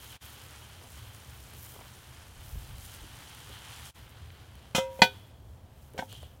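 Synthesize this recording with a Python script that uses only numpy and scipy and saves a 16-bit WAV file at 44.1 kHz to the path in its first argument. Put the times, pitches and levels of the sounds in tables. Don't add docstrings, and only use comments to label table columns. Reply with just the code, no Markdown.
import sys
import numpy as np
from scipy import signal
from scipy.fft import rfft, irfft, next_fast_len
from scipy.io import wavfile
from scipy.ndimage import uniform_filter1d

SR = 44100
rng = np.random.default_rng(int(sys.argv[2]) if len(sys.argv) > 2 else 0)


def wav_record(signal):
    frames = np.transpose(np.atleast_2d(signal))
    bounded = np.clip(frames, -1, 1)
    quanta = np.round(bounded * 32767).astype(np.int16)
    wavfile.write(sys.argv[1], SR, quanta)


N = 282240
T = np.arange(N) / SR

# (time [s], level [dB])
BOIL_LEVEL = [(.05, -56.5), (.36, -55.5), (.7, -58), (1.3, -59.5), (1.8, -58.5), (2.25, -60), (2.65, -59),
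              (3.15, -56), (3.6, -55), (3.74, -52.5), (3.84, -54.5)]
# (time [s], share [0-1])
LID_COVER = [(4.05, 0), (4.7, 0.27), (5.15, 0.06), (5.38, 1), (5.7, 1), (6.2, 0.53), (6.39, 1)]
# (time [s], hold [s], level [dB])
FAT_FLARES = [(-.05, 0.099, -59.5), (.19, .02, -55.5), (.76, 0.55, -63), (1.52, 0.12, -54.5),
              (2.39, 0.13, -57.5), (2.76, 0.026, -54.5), (3.8, 0.021, -61.5), (4.88, .06, -61),
              (5.71, .05, -68), (5.93, .02, -62), (6.05, 0.041, -65.5)]
STEAM_JETS = [(-.05, 0.28, -61), (.55, 0.11, -68), (.93, .1, -59.5), (2.8, .17, -62), (3.47, 0.066, -56),
              (6.07, 0.043, -52.5), (6.18, 0.016, -57)]
RIM_SCRAPES = [(4.7475, .016, -26), (5.978, 0.0086, -44.5)]
MUSHROOM_TUMBLES = [(.79, 0.029, -56.5), (1.72, 0.063, -59)]
WIND_GUSTS = [(2.35, .16, -52), (2.52, 0.043, -41.5), (2.68, 0.073, -43.5), (2.95, 0.069, -50.5)]
# (time [s], level [dB])
FAT_SPITS = [(.416, -41), (.92, -40), (.99, -43), (1.1478, -39), (1.5364, -38), (2.4917, -37),
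             (2.7826, -33), (2.8503, -37), (2.9402, -32), (2.948, -34.5), (3.3487, -33), (3.704, -41),
             (4.094, -41.5), (4.554, -43), (5.9358, -43.5), (6.127, -34.5), (6.221, -44), (6.23, -40.5)]
# (time [s], level [dB], pitch [Hz], t60 [s])
SOFT_PLOPS = [(1.761, -44, 750, 0.027), (1.79, -43.5, 750, .03), (1.811, -42.5, 950, 0.026),
              (2.553, -39.5, 134.3, .084), (2.62, -41.5, 100, 0.14), (3.028, -50.5, 298, 0.19),
              (3.494, -46, 400, 0.11), (3.81, -54, 1200, 0.02), (4.303, -45.5, 2600, 0.014),
              (5.942, -47.5, 463, 0.29), (6.127, -45, 600, .042), (6.229, -43, 785, 0.037)]
# (time [s], place, ring [dB], clank [dB], thump [dB], contact bandwidth [Hz], clank t60 [s])
LID_BLOWS = [(4.748, "front", -26.5, -22.5, -17.5, 3400, 0.049),
             (4.782, "front", -20, -21.5, -17.5, 1010, .04), (4.7895, "front", -43, -38, -50, 8000, 0.059),
             (4.991, "front", -27.5, -40, -38, 650, .08), (5.0186, "flat", -9, -12.5, -8.5, 9300, 0.085),
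             (5.034, "flat", -29, -23, -32, 1200, 0.068), (5.0465, "flat", -34, -30, -36, 1500, .035),
             (5.071, "flat", -48.5, -38, -51.5, 900, 0.055),
             (5.9777, "side", -45.5, -38.5, -50, 3400, 0.054),
             (5.9893, "side", -31.5, -33, -26.5, 2370, 0.076),
             (6.0235, "side", -41.5, -30, -36, 1000, 0.042)]
# (loose pitch [Hz], seated pitch [Hz], loose t60 [s], seated t60 [s],
# level hit at the front [dB], level hit flat [dB], level hit at the side [dB])
IRON_MODES = [(404, 404, .1, 0.33, -30, -32, -14), (529.5, 519, 0.463, 0.18, -7, -13.5, -4.5),
              (747, 742, 0.066, 0.12, -14, -10, 3.5), (869.5, 850, .03, 0.036, -14.5, -4, -12),
              (955, 934, 0.62, 0.11, -9.5, -5, -8), (1505, 1503, 0.074, .15, -15, -8.5, -5),
              (1564, 1560, 0.36, .1, -22, -25.5, -5.5), (2054, 2020, 0.22, 0.061, -8, -3, -22.5),
              (2200, 1500, .18, 0.099, -24.5, -19.5, -5), (2480, 2447, 0.21, .14, -2.5, -6.5, -23),
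              (2616, 2601, .36, .13, -16.5, -19.5, -24), (2850, 3300, .1, 0.089, -21, -21.5, -12),
              (3082, 3024, .11, .15, 1, -18, -20.5), (3195, 3400, .1, .15, -10, -17.5, -20),
              (3360, 3287, 0.08, 0.061, -5, -3.5, -10), (3400, 3456, 0.075, .17, -2.5, -19, -16),
              (3816, 3770, .15, 0.22, -11.5, -24, -12.5), (4200, 4199, 0.13, 0.088, -4, -10, -5),
              (4540, 4515, .05, 0.15, -21, -19, -11), (4630, 4596, .05, .075, -23, -8, -18),
              (5500, 6000, .1, .1, -11, -19, -17), (6100, 5400, .12, .14, -8, -28.5, -17)]
PLACES = ("front", "flat", "side")

# (frequency [Hz], relative level [dB])
JUICE_SPECTRUM = [(150, -21), (400, -9.5), (640, -9.5), (850, 1), (1150, -0.5), (1450, 0.5), (2100, -2.5),
                  (2700, -2.5), (4100, -6), (5000, -10), (7000, -22), (14000, -37.5)]
STEAM_SPECTRUM = [(1500, -35), (2600, -14), (2900, -3.5), (3120, 1), (3350, -3.5), (3650, -9.5),
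                  (4400, -13), (6000, -35)]
SPRAY_SPECTRUM = [(1500, -22.5), (4000, -5), (6000, 1), (8000, -0.5), (9800, 0.5), (11500, -4.5),
                  (15800, -20)]
MIST_SPECTRUM = [(5000, -25.5), (9000, -8), (11500, -3), (14000, 0.5), (15800, -4)]
CLANK_SPECTRUM = [(50, -28.5), (110, -12.5), (190, -3.5), (255, 2), (320, -14.5), (430, -3), (620, -3),
                  (720, 2), (880, 6.5), (1120, -12.5), (1400, -6.5), (1820, -0.5), (2300, -5), (3300, -1),
                  (4500, -6.5), (7000, -15.5), (15000, -28)]
SCRAPE_SPECTRUM = [(80, -18), (170, -4), (330, -10.5), (800, -1.5), (1100, -7.5), (1350, 5.5),
                   (1800, -16.5), (2700, -7.5), (3200, 6.5), (4600, -13.5), (5300, -2), (6800, -6.5),
                   (9000, -11.5), (15500, -18.5)]
TUMBLE_SPECTRUM = [(120, -12), (300, -4), (700, 1), (1100, -8), (2000, -16), (6000, -35)]
FIRE_SPECTRUM = [(18, -44), (30, -28), (42, -15.5), (57, -3.5), (72, 2), (100, -1.5), (125, -1.5),
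                 (160, -15.5), (260, -28.5), (600, -47.5)]
AIR_SPECTRUM = [(100, -1), (240, 0.5), (340, -4), (520, -4), (750, -5), (1200, -13.5), (3000, -27),
                (10000, -33)]
PUFF_SPECTRUM = [(1500, -10), (4000, 2.5), (6500, 1.5), (9000, -1.5), (14000, -0.5), (15800, -4.5)]
SPIT_SPECTRUM = [(1000, 1), (5000, -3.5), (10000, 3), (15000, -2.5)]
WIND_SPECTRUM = [(15, -14), (32, -5), (70, 1), (130, -8), (400, -49)]
ECHO_SPECTRUM = [(200, 2.0), (2400, -1.0), (3400, 11), (4400, 0), (14000, -1.5)]
# (time [s], half width [s], depth [dB])
LEVEL_DIPS = [(.192, 0.021, -25.5), (3.928, 0.021, -23)]

SEATED_S = 5.017
QUIETER_S, QUIETER_SIZZLE_DB, QUIETER_TREBLE_DB = 3.93, -6, -5


def sizzle():
    bubbles = crackle(rate=2500, spread_db=3, hiss=0.73)
    pops = crackle(rate=1200, spread_db=3, hiss=0.84)
    droplets = crackle(rate=2500, spread_db=5, hiss=1.2)
    specks = crackle(rate=1000, spread_db=4, hiss=1)
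    spit_clicks = clicks(rate=15, spread_db=2.5)
    small_spits = unit(signal.fftconvolve(spit_clicks, rng.standard_normal(SR) * fade(.004))[:N])
    flare = bursts(FAT_FLARES, attack=.07, t60=1)
    jet = bursts(STEAM_JETS, attack=0.049, t60=0.23)

    juice_gain = boil_gain(usual_db=-56.5, slope=1.07, shut_db=-13)
    simmer = colour(bubbles, JUICE_SPECTRUM) * juice_gain * waver(rate=30, spread_db=0.93)
    steam_gain = np.hypot(boil_gain(usual_db=-63, slope=1.3, shut_db=-10.5), jet)
    steam = colour(pops, STEAM_SPECTRUM) * steam_gain * waver(rate=70, spread_db=0.99)

    treble = undb(QUIETER_TREBLE_DB * (T > QUIETER_S))
    flung = np.hypot(undb(-4.5) * flare, undb(-9.5) * jet)
    spray_gain = np.hypot(treble * boil_gain(usual_db=-60, slope=.8, shut_db=-11), flung)
    mist_gain = np.hypot(treble * boil_gain(usual_db=-64, slope=.5, shut_db=-8), flare)
    sputter = waver(rate=45, spread_db=.7)
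    spray = colour(droplets + undb(-16.5) * small_spits, SPRAY_SPECTRUM)
    spray *= spray_gain * sputter * waver(rate=12, spread_db=0.9)
    mist = colour(specks, MIST_SPECTRUM) * mist_gain * sputter * waver(rate=12, spread_db=0.9)

    squeeze = undb(-39) * envelope(SEATED_S, attack=.004, hold=.022, t60=.11)
    puff = colour(specks * squeeze, PUFF_SPECTRUM)
    return simmer + steam + spray + mist + puff


def boil_gain(usual_db, slope, shut_db, usual_boil_db=-58):
    level_db = curve(BOIL_LEVEL) + QUIETER_SIZZLE_DB * (T > QUIETER_S)
    return undb(usual_db + slope * (level_db - usual_boil_db) + shut_db * curve(LID_COVER))


def spits():
    out = np.zeros(N)
    for s, db in FAT_SPITS:
        snap = rng.standard_normal(SR) * fade(0.0094)
        add(out, s, undb(db) * snap / np.abs(snap).max())
    return colour(out, SPIT_SPECTRUM)


def lid(thump_hz=192, thump_t60=0.033):
    out = np.zeros(N)
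    thump = np.sin(2 * np.pi * thump_hz * T[:SR]) * fade(thump_t60) * (1 - fade(0.011))
    for s, place, ring_db, clank_db, thump_db, contact_hz, t60 in LID_BLOWS:
        pot = colour(rng.standard_normal(SR) * fade(t60), CLANK_SPECTRUM)
        contact = signal.butter(2, contact_hz, fs=SR, output="sos")
        clank = signal.sosfilt(contact, pot)
        ring = lid_ring(s, place, contact_hz)
        add(out, s, undb(ring_db) * ring + undb(clank_db) * clank + undb(thump_db) * thump)
    grains = crackle(rate=3400, spread_db=2, hiss=.5)
    scrape = colour(grains * bursts(RIM_SCRAPES, attack=.003, t60=0.16), SCRAPE_SPECTRUM)
    return out + scrape


def lid_ring(s, place, contact_hz, bite=0.97, bite_t60=0.034):
    seated = (place == "flat") | ((s < SEATED_S) & (s + T[:SR] >= SEATED_S))
    grip = 34 if place == "side" else 0
    out = np.zeros(SR)
    for k, (loose_hz, seated_hz, loose_t60, seated_t60, *shares_db) in enumerate(IRON_MODES):
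        turns = np.cumsum(np.where(seated, seated_hz, loose_hz)) / SR
        loss = np.cumsum(grip + np.log(1000) / np.where(seated, seated_t60, loose_t60)) / SR
        share = undb(shares_db[PLACES.index(place)])
        reach = 1 / np.sqrt(1 + (loose_hz / contact_hz) ** 4)
        out += (-1) ** k * share * reach * np.exp(-loss) * np.sin(2 * np.pi * turns)
    return out * (1 - fade(0.0071)) * (1 + bite * fade(bite_t60))


def mushrooms():
    patter = clicks(rate=350, spread_db=3) * bursts(MUSHROOM_TUMBLES, attack=0.027, t60=0.11)
    return colour(patter, TUMBLE_SPECTRUM)


def plops():
    out = np.zeros(N)
    for s, db, hz, t60 in SOFT_PLOPS:
        body = signal.butter(2, [hz / 2.03, hz * 1.2], "band", fs=SR, output="sos")
        push = rng.standard_normal(SR)
        push /= np.std(signal.sosfilt(body, push))
        add(out, s, undb(db) * signal.sosfilt(body, push * fade(t60)))
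    return out


def fire():
    gain = undb(-52) * waver(rate=3, spread_db=0.3) * waver(rate=15, spread_db=1.64)
    return noise(FIRE_SPECTRUM) * gain


def wind():
    return noise(WIND_SPECTRUM) * bursts(WIND_GUSTS, attack=0.021, t60=0.47)


def open_air():
    return noise(AIR_SPECTRUM) * undb(-60)


def surroundings(direct, near_db=-22, near_t60=.14, far_db=-37, far_t60=1.0):
    scatter = undb(near_db) * unit(rng.standard_normal(SR) * fade(near_t60))
    tail = undb(far_db) * unit(rng.standard_normal(SR) * fade(far_t60))
    response = colour((scatter + tail) / np.sqrt(SR), ECHO_SPECTRUM)
    return direct + signal.fftconvolve(direct, response)[:N]


def undb(db):
    return np.exp(np.asarray(db) * (np.log(10) / 20))


def unit(x):
    return x / np.sqrt(np.mean(x ** 2))


def curve(rows):
    return np.interp(T, *np.transpose(rows))


def colour(x, spectrum):
    size = next_fast_len(len(x) // 2 + 2048) * 2
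    hz, db = np.transpose(spectrum)
    bin_hz = np.arange(size // 2 + 1) * SR / size
    gain = unit(undb(np.interp(np.log(bin_hz + 1), np.log(hz), db)))
    cepstrum = irfft(np.log(gain))
    cepstrum[1:size // 2] *= 2
    cepstrum[size // 2 + 1:] = 0
    return irfft(rfft(x, size) * np.exp(rfft(cepstrum)))[:len(x)]


def noise(spectrum):
    return unit(colour(rng.standard_normal(N), spectrum))


def clicks(rate, spread_db):
    present = rng.random(N) < rate / SR
    size = undb(spread_db * np.minimum(rng.standard_exponential(N), 5))
    return unit(present * size * rng.choice([-1, 1], N))


def crackle(rate, spread_db, hiss):
    return unit(clicks(rate, spread_db) + hiss * rng.standard_normal(N))


def waver(rate, spread_db):
    step = int(SR / rate)
    stairs = np.repeat(rng.standard_normal(N // step + 1), step)
    return undb(spread_db * unit(uniform_filter1d(stairs, step)[:N]))


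def fade(t60):
    return np.exp(-np.log(1000) * T[:SR] / t60)


def envelope(s, attack, hold, t60):
    fallen = np.clip((T - (s + attack + hold)) / t60, 0, 3)
    return np.clip((T - s) / attack, 0, 1) * np.exp(-np.log(1000) * fallen)


def bursts(rows, attack, t60):
    return np.sqrt(sum((undb(db) * envelope(s, attack, hold, t60)) ** 2 for s, hold, db in rows))


def add(out, s, x):
    i = int(s * SR)
    out[i:i + len(x)] += x[:N - i]


def scene():
    food = sizzle() + spits() + plops() + mushrooms()
    background = fire() + wind() + open_air()
    return (food + surroundings(lid()) + background)[None]


def record(dry, top_hz=15900):
    dip_db = sum(depth_db * np.exp(-np.abs((T - s) / width) ** 3) for s, width, depth_db in LEVEL_DIPS)
    clipped = np.clip(dry * undb(dip_db), -1, 1)
    return signal.sosfilt(signal.ellip(12, .1, 85, top_hz, fs=SR, output="sos"), clipped)


dry = scene()
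out = record(dry)
wav_record(out)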